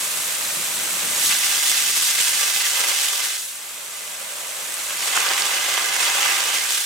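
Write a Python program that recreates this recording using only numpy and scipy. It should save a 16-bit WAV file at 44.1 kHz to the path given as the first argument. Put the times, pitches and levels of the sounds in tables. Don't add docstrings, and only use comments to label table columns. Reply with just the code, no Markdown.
import sys
import numpy as np
from scipy import signal
from scipy.fft import rfft, irfft, next_fast_len
from scipy.io import wavfile
from scipy.ndimage import uniform_filter1d

SR = 44100
rng = np.random.default_rng(int(sys.argv[2]) if len(sys.argv) > 2 else 0)


def to_wav(s):
    ch = np.atleast_2d(s).T
    pcm = np.round(np.clip(ch, -1, 1) * 32767)
    wavfile.write(sys.argv[1], SR, pcm.astype(np.int16))


N = 302085
SIZE = next_fast_len(N + 4096, True)
HZ = np.maximum(np.arange(SIZE // 2 + 1) * SR / SIZE, 1)
T = np.arange(N) / SR
LEFT_RIGHT = np.array([[1], [-1]])


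def from_db(db):
    return 10 ** (np.asarray(db) / 20)


def rms_one(x):
    middle = np.atleast_2d(x).mean(axis=0)
    return x / np.sqrt(np.mean(middle ** 2) + 1e-20)


def in_time(rows):
    s, *columns = np.transpose(rows)
    return [np.interp(T, s, column) for column in columns]


def in_hz(points):
    hz, values = np.transpose(points)
    return np.interp(np.log(HZ), np.log(hz), values)


def drift(rate):
    step = 40
    pole = np.exp(-2 * step * np.pi * rate / SR)
    noise = rng.standard_normal(N // step + 2002)
    slow = signal.lfilter([1], [1, -2 * pole, pole * pole], noise)[2000:]
    return np.interp(np.arange(N) / step, np.arange(len(slow)), rms_one(slow))


def bell(centre_s, length_s):
    return np.exp(-np.minimum((2 * (T - centre_s) / length_s) ** 2, 20))


def fading_hits(energies, die_s):
    return np.sqrt(signal.lfilter([1], [1, -np.exp(-1 / (die_s * SR))], energies + 1e-18))


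# (f/Hz, correlation)
LIKENESS = [(40, .4), (80, 0.91), (150, 1), (330, 0.84), (560, 0.71), (1400, 0.47), (2400, 0.3),
            (4000, 0.14), (5700, 0.49), (8300, 0.49), (10000, 0.22), (12000, .34), (15500, .25)]
# (f/Hz, phase/radians)
LEFT_LEAD = [(100, -0.47), (900, -0.35), (2500, 0.16), (5000, 0.0043), (7500, -0.85), (9500, -0.54),
             (11200, -1.7), (12600, -2.1), (14500, -0.71)]


def at_ports(mid, side):
    alike = np.clip(in_hz(LIKENESS), -.99, .99)
    shared = np.sqrt(1 + alike) * rfft(mid, SIZE)
    opposed = np.sqrt(1 - alike) * rfft(side, SIZE) * LEFT_RIGHT
    return (shared + opposed) * np.exp(.5j * in_hz(LEFT_LEAD) * LEFT_RIGHT)


def band(spectrum, low_hz, high_hz):
    edges = 1 / ((1 + (low_hz / HZ) ** 12) * (1 + (HZ / high_hz) ** 12))
    return rms_one(irfft(spectrum * edges, SIZE)[:, :N])


def spits(per_s, spread_db, die_s):
    sizes = from_db(spread_db * np.minimum(rng.exponential(1, N), 3.5))
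    starts = sizes * (rng.random(N) < per_s / SR)
    return rms_one(fading_hits(starts ** 2, die_s))


def bubbles(per_s, cycles, spread_db):
    draws = rng.random((20000, 4))[:int(min(per_s * N / SR, 20000))]
    when, size, strength, phase = draws.T[:, :, None]
    hz = 1200 * (14000 / 1200) ** np.sqrt(size)
    t = np.arange(900) / SR
    age = t * hz / cycles
    height = np.sqrt(hz) * from_db(spread_db * np.minimum(-np.log(1 - strength), 3))
    turns = phase + hz * t * (1 + 0.0099 * np.minimum(age, 1))
    rings = height * np.exp(-np.log(1000) * age) * np.sin(2 * np.pi * turns)
    at = (when * N).astype(int) + np.arange(len(t))
    return rms_one(np.bincount(at.ravel(), rings.ravel(), N)[:N])


def puffs(per_s, die_s):
    starts = rng.exponential(1, N) * (rng.random(N) < per_s / SR)
    swell = fading_hits(starts, die_s)
    return rms_one(swell - uniform_filter1d(swell, size=SR // 8))


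# (f/Hz, width/Hz, level/dB against the direct sound at coupling 1)
BARREL = [(344, 19, 1.5), (560, 30, -5.5), (801, 65, 5.5), (967, 33, 5), (1070, 15, 3.5), (1176, 16.4, 9),
          (1270, 12, -13.5), (1498, 54, -4), (1623, 52, 2), (1800, 45, -9), (2026, 22, 5.5), (2064, 24, 2),
          (2595, 20, 5), (2920, 43, -4), (3066, 16, -2), (3307, 33, -0.5), (3515, 20, 2.5), (3714, 15, 1.5),
          (4105, 50, -3.5), (4500, 25, 1.5), (4940, 17, 1.5)]


def barrel(coupling):
    ringing = 0
    for hz, width, db in BARREL:
        ringing = ringing + from_db(db) / (1 + 1j * hz / width * (HZ / hz - hz / HZ))
    return 1 + coupling * ringing


def spray(colour, balance, coupling, crackle, fizz):
    mid, side = rng.standard_normal((2, N)) * np.sqrt(1 + crackle ** 2)
    tone = from_db(in_hz(colour) + in_hz(balance) * LEFT_RIGHT / 2)
    return at_ports(mid + fizz, side) * barrel(coupling) * tone


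# (f/Hz, relative level/dB per Hz)
FAN = [(200, -15), (330, -15), (430, -7.5), (610, -3), (740, -9), (1200, -4.5), (1800, -2.5), (2600, 0.5),
       (4900, -7), (6500, -3.5), (8100, 0), (9600, -3.5), (12600, -6), (15800, -10.5)]
# (f/Hz, level/dB)
FAN_SIDE = [(60, -0.5), (110, -1.0), (200, -18), (380, -2.0), (700, -2), (1290, -4), (2380, -4.5),
            (4400, 0), (8120, 0.5), (15000, -1.5)]


def fan_spray(fizz):
    crackle = from_db(-3) * spits(per_s=2100, spread_db=1.5, die_s=.00022)
    return spray(FAN, FAN_SIDE, coupling=0.37, crackle=crackle, fizz=fizz)


# (t/s, level/dB of its hiss before drop sizes and mix, coarseness/dB: big slugs over droplets)
WATER = [(0, -27, -0.5), (0.7, -27.5, 0.5), (1.1, -26, 0.5), (1.25, -23, -3), (2.0, -22, -5.5),
         (2.9, -23.5, -2), (3.3, -26, -3), (3.45, -33, -6.5), (3.6, -36.5, 1.5), (4.5, -33, 3),
         (4.98, -29.5, 2), (5.06, -26, 1.5), (5.17, -25, 6.5), (5.5, -25.5, 5), (5.9, -25.5, 6),
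         (6.2, -24.5, 6), (6.6, -25.5, 3), (6.85, -26, -5)]
# (low f/Hz, high f/Hz, level/dB, gain in the free jet/dB, share of coarseness, share in the common surge)
DROP_SIZES = [(298, 697, -18.5, -2.5, 0.89, 1.0), (708, 1356, -13.5, 0.5, 1.0, 1.0),
              (1286, 3350, -6, 2, 0.47, 0.74), (3357, 8900, 0, 0, 0.01, 0.51),
              (9460, 15800, -3.5, -1.84, -0.17, 0.57)]
FAN_SPUTTER_DB, JET_SPUTTER_DB = 0.43, 1.16
JET_WAVER_DB, WAVERS_PER_S = 0.5, 10.6


def water():
    hiss_db, coarse_db = in_time(WATER)
    free = free_share()
    sputter_db = FAN_SPUTTER_DB * (1 - free) + JET_SPUTTER_DB * free
    fizz = from_db(-8.5) * bubbles(per_s=900, cycles=170, spread_db=0.9)
    fan, jet = fan_spray(fizz), jet_spray(fizz)
    surge = puffs(per_s=120, die_s=0.0034)
    waver_db = JET_WAVER_DB * free * drift(WAVERS_PER_S)
    out = 0
    for low_hz, high_hz, size_db, free_db, coarse_share, shake in DROP_SIZES:
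        fan_part = np.sqrt(1 - free) * band(fan, low_hz, high_hz)
        jet_part = np.sqrt(free) * band(jet, low_hz, high_hz)
        level_db = hiss_db + size_db + free_db * free + coarse_share * coarse_db
        level_db = level_db + gushes(np.sqrt(low_hz * high_hz)) + waver_db
        puffing = shake * surge + 0.47 * puffs(per_s=210, die_s=0.012)
        out = out + (fan_part + jet_part) * from_db(level_db + sputter_db * puffing)
    return out


def rumble(colour, lumpy_db):
    spectrum = at_ports(*rng.standard_normal((2, N))) * from_db(in_hz(colour))
    noise = irfft(spectrum, SIZE)[:, :N]
    return rms_one(noise * from_db(lumpy_db * drift(5.9)))


# (t/s, level/dB)
PIPE = [(0, -52.5), (0.7, -50), (1.22, -45), (1.38, -54), (2.9, -57.5), (3.4, -64), (5.15, -54.5),
        (5.55, -57), (6.85, -58)]
# (f/Hz, relative level/dB per Hz)
FLOW = [(70, -40), (120, -8), (175, -2.5), (220, -2.5), (275, -7), (340, -1.5), (480, -29)]


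def pipe_flow():
    flow_db, = in_time(PIPE)
    return from_db(flow_db) * rumble(FLOW, lumpy_db=1.5)


# (f/Hz, relative level/dB per Hz)
AIR = [(15, -12), (35, -3), (55, -4), (69, 0), (82, -4), (110, -6.5), (190, -22)]
AIR_DB, AIR_FOLLOWS = -64.2, 1.0


def dragged_air():
    flow_db, = in_time(PIPE)
    air_db = AIR_DB + AIR_FOLLOWS * (flow_db - flow_db.mean())
    return from_db(air_db) * rumble(AIR, lumpy_db=1.0)


def drop_ticks(rows):
    out, t = np.zeros((2, N)), np.arange(SR // 50) / SR
    for s, peak_db, hz, t60, pan_db in rows:
        at = round(s * SR)
        tick = np.sin(2 * np.pi * hz * t) * np.exp(-np.log(1000) * t / t60)
        gain = from_db(peak_db + pan_db * LEFT_RIGHT / 2)
        out[:, at:at + len(t)] += tick / np.abs(tick).max() * gain
    return signal.sosfilt(signal.butter(1, 600, "high", fs=SR, output="sos"), out)


SPECKS_PER_S, SPECK_DB, SPECK_SPREAD_DB = 6, 14, 2
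SPECK_HZ, SPECK_T60_S = 5000, 0.002


def random_drops():
    when, size, pitch = rng.random((int(SPECKS_PER_S * N / SR), 3)).T
    s = when * (N / SR - .03)
    hiss_db = np.interp(s, *np.transpose(WATER)[:2])
    peak_db = hiss_db + SPECK_DB + SPECK_SPREAD_DB * (2 * size - 1)
    hz = SPECK_HZ * 2 ** (pitch - .5)
    return drop_ticks([(at, db, f, SPECK_T60_S, 0) for at, db, f in zip(s, peak_db, hz)])


# (t/s, swell level/dB, length/s, strongest f/Hz)
GUSHES = [(1.18, 3.5, 0.086, 352), (1.264, 4, 0.071, 11000), (1.318, 6.5, 0.039, 1500),
          (1.497, 1.5, 0.071, 900), (1.69, 3, 0.06, 8000), (1.765, 2.5, 0.04, 2500),
          (2.064, 2, 0.073, 6000), (2.21, 3, 0.07, 2000), (2.427, 2.5, 0.1, 1200),
          (2.656, 3.5, 0.053, 2000), (2.834, 6, 0.14, 500), (3.02, 2.5, 0.07, 5000), (3.206, 5, 0.046, 700),
          (5.165, 3, 0.041, 1500), (5.3, 3, 0.14, 600), (5.397, 2, 0.034, 8000), (6.034, 4, 0.079, 7000),
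          (6.257, 2.5, 0.18, 2000), (6.56, 3, 0.041, 5000), (6.73, 3.5, 0.073, 5500)]
GUSH_OCTAVES = 1.68


def gushes(hz):
    swell_db = 0
    for s, db, length, centre_hz in GUSHES:
        nearness = np.exp(-(np.log2(hz / centre_hz) / GUSH_OCTAVES) ** 2)
        swell_db = swell_db + db * nearness * bell(s, length)
    return swell_db


# (clears the hook t/s, meets it again t/s)
FREE_RUNS = [(1.25, 3.4), (4.99, 7.0)]
CLEAR_S, DIP_S = 0.053, 0.026


def free_share():
    share = 0
    for clears, meets in FREE_RUNS:
        cleared = (1 + np.tanh((T - clears) / (2 * CLEAR_S))) / 2
        not_met = (1 + np.tanh((meets - T) / (2 * DIP_S))) / 2
        share = share + cleared * not_met
    return np.clip(share, 0, 1)


# (f/Hz, relative level/dB per Hz)
JET = [(200, -23), (330, -20), (480, -13.5), (720, -14.5), (1100, -10), (1550, -2.5), (2100, 0), (2900, 2),
       (4300, -3.5), (6000, -1), (8500, -0.5), (10500, -7.5), (14000, -10.5), (15800, -12)]
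# (f/Hz, level/dB)
JET_SIDE = [(60, 0.0), (110, -0.5), (200, -3), (380, -0.5), (700, -3), (1290, -2.5), (2380, -5.5),
            (4400, -1.5), (8120, 0), (15000, -0.5)]


def jet_spray(fizz):
    crackle = from_db(-7.0) * spits(per_s=1400, spread_db=7.5, die_s=0.0001)
    return spray(JET, JET_SIDE, coupling=0.92, crackle=crackle, fizz=fizz)


HOLLOW_S, HOLLOW_LENGTH_S, HOLLOW_DB = 4.42, 0.73, -48
HOLLOW_HZ, HOLLOW_WIDTH_HZ = 570, 130


def hollow():
    resonance = 1 / (1 + 1j * HOLLOW_HZ / HOLLOW_WIDTH_HZ * (HZ / HOLLOW_HZ - HOLLOW_HZ / HZ))
    noise = at_ports(*rng.standard_normal((2, N)))
    note = band(noise * resonance, low_hz=400, high_hz=804)
    return from_db(HOLLOW_DB) * bell(HOLLOW_S, HOLLOW_LENGTH_S) * note


# (t/s, peak level/dB before thinning and mixing, f/Hz, time to fade by 60 dB/s, left minus right level/dB)
CLOSE_DROPS = [(4.742, -8, 8500, .004, 0), (4.907, -11, 2800, .003, 0), (5.175, -6.5, 1420, 0.0057, -16),
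               (5.289, -3, 4900, 0.0035, -2), (5.311, -8.5, 1410, 0.0039, -2), (5.336, -3, 5500, 0.0018, 0),
               (5.422, -1.5, 4540, .003, -6), (5.823, -5, 4500, .002, 0), (6.079, -6, 4500, 0.0028, 0)]


def close_drops():
    return drop_ticks(CLOSE_DROPS)


def scene():
    spraying = from_db(-1.49) * water()
    drops = from_db(-2.5) * (random_drops() + close_drops())
    return spraying + pipe_flow() + dragged_air() + drops + hollow()


PEAK_LIMIT, CUTOFF_HZ = 0.85, 15900


def record(dry):
    rounded = dry / (1 + (dry / PEAK_LIMIT) ** 4) ** .25
    keep = np.clip((CUTOFF_HZ - HZ) / 100 + .5, 0, 1)
    return irfft(rfft(rounded, SIZE) * keep, SIZE)[:, :N]


dry = scene()
out = record(dry)
to_wav(out)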